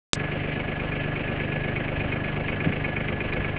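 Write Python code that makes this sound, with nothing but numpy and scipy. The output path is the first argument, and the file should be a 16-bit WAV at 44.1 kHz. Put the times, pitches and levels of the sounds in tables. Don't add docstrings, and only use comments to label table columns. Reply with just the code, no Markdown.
import sys
import numpy as np
from scipy import signal
from scipy.fft import rfft, irfft
from scipy.io import wavfile

SR = 44100
rng = np.random.default_rng(int(sys.argv[2]) if len(sys.argv) > 2 else 0)


def to_wav(s):
    ch = np.atleast_2d(s).T
    pcm = np.round(np.clip(ch, -1, 1) * 32767)
    wavfile.write(sys.argv[1], SR, pcm.astype(np.int16))


def how_loud(loudness_db):
    steps = np.asarray(loudness_db, float) / 20
    return 10 ** steps


N = 157878
T = np.arange(N) / SR
SWITCH_ON_S = .13275
JITTER_S = .00006
CYCLE_SAMPLES = 5300


def in_time(rows):
    return np.interp(T, *np.transpose(rows)[:2])


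def rms_one(x):
    return x / np.sqrt(np.mean(x ** 2) + 1e-20)


def cut(x, hz, kind, order=2):
    return signal.sosfilt(signal.butter(order, hz, kind, fs=SR, output="sos"), x)


def drift(rate_hz):
    pole = np.exp(-80 * np.pi * rate_hz / SR)
    slow = signal.lfilter([1], [1, -2 * pole, pole * pole], rng.standard_normal(N // 40 + 2002))[2000:]
    return np.interp(np.arange(N) / 40, np.arange(len(slow)), rms_one(slow))


def ring(strikes, hz, t60_s):
    pole, angle = how_loud(-60 / (t60_s * SR)), 2 * np.pi * hz / SR
    return signal.lfilter([0, np.sin(angle)], [1, -2 * pole * np.cos(angle), pole * pole], strikes + 1e-18)


def clicks(times_s, sizes):
    out = np.zeros(N)
    at = (times_s * SR).astype(int)
    inside = (at >= 0) & (at < N)
    np.add.at(out, at[inside], sizes[inside])
    return out


def bell(width_s):
    half = int(4 * width_s * SR)
    return np.exp(-.5 * (np.arange(-half, half + 1) / (width_s * SR)) ** 2)


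def swell(centre_s, width_s):
    return np.exp(-.5 * ((T - centre_s) / width_s) ** 2)


def each_cycle(noise, turns):
    return noise[..., (turns / 3 % 1 * CYCLE_SAMPLES).astype(int)]


def switch_on():
    # after_s (from switch-on), signed height
    crackle = [
        (.00008, .8),
        (.00024, .4),
        (.00031, .8),
        (.00058, .8),
        (.00068, -.6),
        (.00088, 1),
    ]
    after_s, height = np.transpose(crackle)
    spikes = signal.fftconvolve(clicks(SWITCH_ON_S + after_s, height), bell(.000026), "same")
    fizz_db, fizz_s, fizz_t60_s = -31, .025, .11
    since = T - SWITCH_ON_S
    decay = how_loud(fizz_db - 60 * np.clip(since, 0, 1) / fizz_t60_s)
    gate = (since > 0) * np.clip((fizz_s - since) * 500, 0, 1)
    fizz = rms_one(cut(rng.standard_normal(N), [3600, 8200], "band", order=4))
    return spikes + decay * gate * fizz


def crank():
    # time_s, firing_rate_hz
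    speed = [(0, 24.9), (.3, 24.9), (.7, 24.976), (1.1, 24.975), (1.5, 24.944), (1.9, 24.925),
             (2.3, 24.933), (2.7, 24.954), (3.1, 24.951), (3.6, 24.9)]
    turns = np.cumsum(in_time(speed)) / SR
    return turns - np.interp(.3795, T, turns)


def firings(turns):
    count = np.arange(np.ceil(turns[0]), turns[-1]).astype(int)
    times_s = np.interp(count, turns, T) + JITTER_S * rng.standard_normal(len(count))
    return times_s, count % 3


def exhaust(fired_s, cylinder, turns):
    # multiple of the firing rate, level_db (rms)
    tones = [(1, -15), (2, -13), (3, -17.5), (4, -7.5), (5, -9.5), (6, -7), (7, -19), (8, -12.5),
             (9, -25.5), (11, -13), (14, -14)]
    # pitch_hz, t60_s, level_db for each of three cylinders
    pipe = [(162, 0.13, -18.5, -14, -27), (266, 0.3, -9, -15.5, -10), (295, 0.17, 1.5, -20, -28.5),
            (364.3, 0.12, -15.5, -21, 3.5), (424.3, 0.22, -2, -13, -5.5), (520, 0.05, -9, -16, -14),
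            (581, 0.14, -13.5, -15, -10), (642, 0.13, -14.5, -10.5, -13), (716, 0.15, -17, -5.5, -8.5)]
    tone_wander_db, puff_scatter_db = 2.2, 2.5
    pipe_lag_s, pipe_damping = -.014, .65
    out = np.zeros(N)
    for k, db in tones:
        sweep = .09 * (k - 4.6) * (2 < k < 8)
        lead = sweep + k * 25 * .0004
        level = how_loud(db + tone_wander_db * drift(5))
        out += np.sqrt(2) * level * np.cos(2 * np.pi * (k * turns + lead))
    for hz, t60_s, *db in pipe:
        puffs = how_loud(np.array(db)[cylinder] + puff_scatter_db * rng.standard_normal(len(fired_s)))
        out += ring(clicks(fired_s + pipe_lag_s, puffs), hz, t60_s * pipe_damping)
    return out


def chuff(fired_s, cylinder, turns):
    cylinder_db, scatter_db = np.array((-13, -18, -6)), 1.2
    lag_s, length_s = .02, .0097
    sizes = how_loud(cylinder_db[cylinder] + scatter_db * rng.standard_normal(len(fired_s)))
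    gate = signal.fftconvolve(clicks(fired_s + lag_s, sizes), bell(length_s), "same")
    white = rng.standard_normal(N)
    breath = .85 * each_cycle(white, turns) + .5 * white[::-1]
    return gate * rms_one(cut(breath, [488, 733], "band"))


def clatter(fired_s, cylinder):
    # pitch_hz, t60_s, level_db for each of three cylinders
    block = [(1696.5, 0.056, -3.5, -5.5, -3), (2226, 0.035, -6, 5, 1.5), (2444, 0.04, -11, 4.5, -3.5),
             (2880, 0.013, -12, -9.5, -2), (3090, 0.034, -5, -6, -9.5)]
    # lag_s, level_db
    knocks = [
        (.0155, -13),
        (.0195, -1),
        (.0225, -3),
        (.026, -6),
        (.031, -10),
    ]
    # time_s, hard_knock_extra_db, next_cylinder_extra_db
    slams = [(.2, 0.5, 3), (.32, -3.5, -3), (.44, -4, -10), (.56, -9.5, 1), (.68, -5.5, 3.5), (.8, -1, -7),
             (.92, -1, -4), (1.04, -2.5, -7), (1.16, 0.5, -4), (1.28, -3.5, -2), (1.4, 2.5, -9),
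             (1.52, -1, -0.5), (1.64, -1, 3), (1.76, 2, 0), (1.88, 0, -7), (2, 0, -5), (2.12, 2.5, 2),
             (2.24, 0.5, 2.5), (2.36, 0, 1), (2.48, 2.5, -1), (2.6, 2.5, 6.5), (2.72, 4, 2), (2.84, 4.5, 2),
             (2.96, 3.5, 2), (3.08, 4.5, 5.5), (3.2, 4, -5.5), (3.32, 2.5, 2), (3.44, 2.5, -2),
             (3.56, 1, 0)]
    spread_s, scatter_db = .0005, 1.3
    lag_s, knock_db = np.transpose(knocks)
    cycle_s, hard_db, next_db = np.transpose(slams)

    late_s = (lag_s + spread_s * rng.standard_normal((3, len(lag_s))))[cylinder]
    late_s = late_s + 1.5 * JITTER_S * rng.standard_normal(late_s.shape)
    times_s = (fired_s[:, None] + late_s).ravel()

    middle_s = fired_s[:, None] + .02 - .04 * (cylinder[:, None] - 1)
    cycle = np.abs(middle_s - cycle_s).argmin(axis=1)
    extra_db = np.choose(cylinder, [0 * fired_s - 2, hard_db[cycle], next_db[cycle]])[:, None]

    out = np.zeros(N)
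    for hz, t60_s, *db in block:
        level_db = np.array(db)[cylinder, None] + knock_db
        level_db = level_db + extra_db * (hz > 2000)
        sizes = how_loud(level_db + scatter_db * rng.standard_normal(late_s.shape))
        out += ring(clicks(times_s, sizes.ravel()), hz, t60_s)
    return cut(out, 3100, "low", order=4)


def gear_whine():
    # time_s, level_db
    load = [(.2, -14.5), (.9, -13), (1, -11.5), (1.6, -10), (1.9, -14.5), (2.9, -12.5), (3.4, -12.5),
            (3.58, -6)]
    pitch_hz, width_hz = 1698, 13
    return how_loud(in_time(load)) * rms_one(ring(rng.standard_normal(N), pitch_hz, 2.2 / width_hz))


def hiss(fired_s, turns):
    # pitch_hz, level_db
    colour = [(130, -9), (204, -7), (425, -8), (750, -13.5), (1000, -19), (2470, -12), (3500, -35),
              (5000, -51)]
    # pitch_hz, share (0-1)
    repeats = [(200, .7), (500, .8), (800, .7), (1200, .5), (2400, .5), (3000, .15)]
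    hiss_db, patchy_db, bright_patchy_db = -2, 1.8, 1.5
    dip_db, bright_dip_db, dip_lag_s, dip_s = -1, -5, .0081, .0033
    dips = signal.fftconvolve(clicks(fired_s + dip_lag_s, np.ones(len(fired_s))), bell(dip_s), "same")
    fresh = rng.standard_normal((2, N))
    looped = each_cycle(rng.standard_normal((2, CYCLE_SAMPLES)), turns)
    bright_wander = drift(20)
    hz, db = np.transpose(colour)
    edges = 130 * 2 ** np.arange(0, 5.6, .5)
    rush = 0
    for k, (low, high) in enumerate(zip(edges, edges[1:])):
        level_db = np.interp(np.log(low * high) / 2, np.log(hz), db) + patchy_db * drift(12.7)
        level_db = level_db + (low > 1400) * bright_dip_db * dips
        level_db = level_db + (low > 2800) * bright_patchy_db * bright_wander
        share = np.interp(np.sqrt(low * high), *np.transpose(repeats))
        white = np.sqrt(share) * looped[k % 2] + np.sqrt(1 - share) * fresh[k % 2]
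        rush = rush + how_loud(level_db) * cut(white, [low, high], "band")
    return how_loud(dip_db * dips) * (how_loud(hiss_db) * rms_one(rush) + gear_whine())


def wind():
    # centre_s, level_db, length_s, cutoff_hz
    gusts = [
        (2, -34, 0.017, 132),
        (2.58, -34, 0.057, 200),
        (2.657, -28.5, 0.0086, 400),
        (2.673, -19, 0.0087, 240),
        (2.695, -23.5, 0.006, 150),
        (3.15, -34, 0.027, 160),
        (3.296, -34.5, 0.032, 68.5),
        (3.403, -29, 0.014, 100),
        (2.68, -27, .022, 330),
    ]
    out = how_loud(-44 + drift(4.9)) * rms_one(cut(rng.standard_normal(N), [25, 110], "band"))
    for centre_s, db, length_s, hz in gusts:
        rumble = rms_one(cut(rng.standard_normal(N), [hz / 3, hz], "band"))
        out += how_loud(db) * swell(centre_s, length_s) * rumble
    return out


def body_tick():
    tick_s = 3.336
    dip = -how_loud(-15) * signal.fftconvolve(clicks(np.array([tick_s]), np.ones(1)), bell(.00007), "same")
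    fizz = rms_one(cut(rng.standard_normal(N), [2500, 4700], "band"))
    return dip + how_loud(-36) * swell(tick_s, .004) * fizz


def scene():
    # time_s, level_db
    loudness = [(.13, -31.5), (.6, -31), (1.5, -30.5), (2.4, -31), (3, -31), (3.58, -30.5)]
    turns = crank()
    fired_s, cylinder = firings(turns)
    tractor = exhaust(fired_s, cylinder, turns) + chuff(fired_s, cylinder, turns)
    tractor = tractor + clatter(fired_s, cylinder) + hiss(fired_s, turns)
    return (how_loud(in_time(loudness)) * tractor + wind() + body_tick())[None]


def dropouts(x):
    # low_edge_hz, rarity (spreads of the wander)
    bands = [(3400, 1.7), (3700, 1.2), (4000, 1), (4300, 1), (4600, .9), (4850, .6), (5050, .1)]
    hz = np.arange(N // 2 + 1) * SR / N
    spectrum = rfft(x)
    upper_edges = [low for low, _ in bands[1:]] + [SR]
    for (low, rarity), high in zip(bands, upper_edges):
        muted = np.clip(3 * (drift(22) - rarity), 0, .93)
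        x = x - muted * irfft(spectrum * ((hz >= low) & (hz < high)), N)
    return x


def low_pass(x):
    return signal.sosfilt(signal.butter(12, 13700, fs=SR, output="sos"), x)


def record(dry):
    on = T > SWITCH_ON_S
    settle_s, settle_db = .022, -9
    unsettled = np.clip(1 - (T - SWITCH_ON_S) / settle_s, 0, 1) ** .5
    x = cut(dry, 2950, "low", order=3) * how_loud(settle_db * unsettled)
    x = (x - .0045) * on
    x = signal.sosfilt(signal.cheby2(18, 60, 5400, fs=SR, output="sos"), x)
    x = dropouts(x) * on
    mirror = x * np.cos(2 * np.pi * 11025 * T)
    x = x + how_loud(-66) * cut(mirror, [7800, 9600], "band", order=4)
    x = x + cut(switch_on(), 9000, "low", order=8)
    x = x + how_loud(-92) * on * cut(rng.standard_normal(N), 11000, "low")
    return low_pass(x)


dry = scene()
out = record(dry)
to_wav(out)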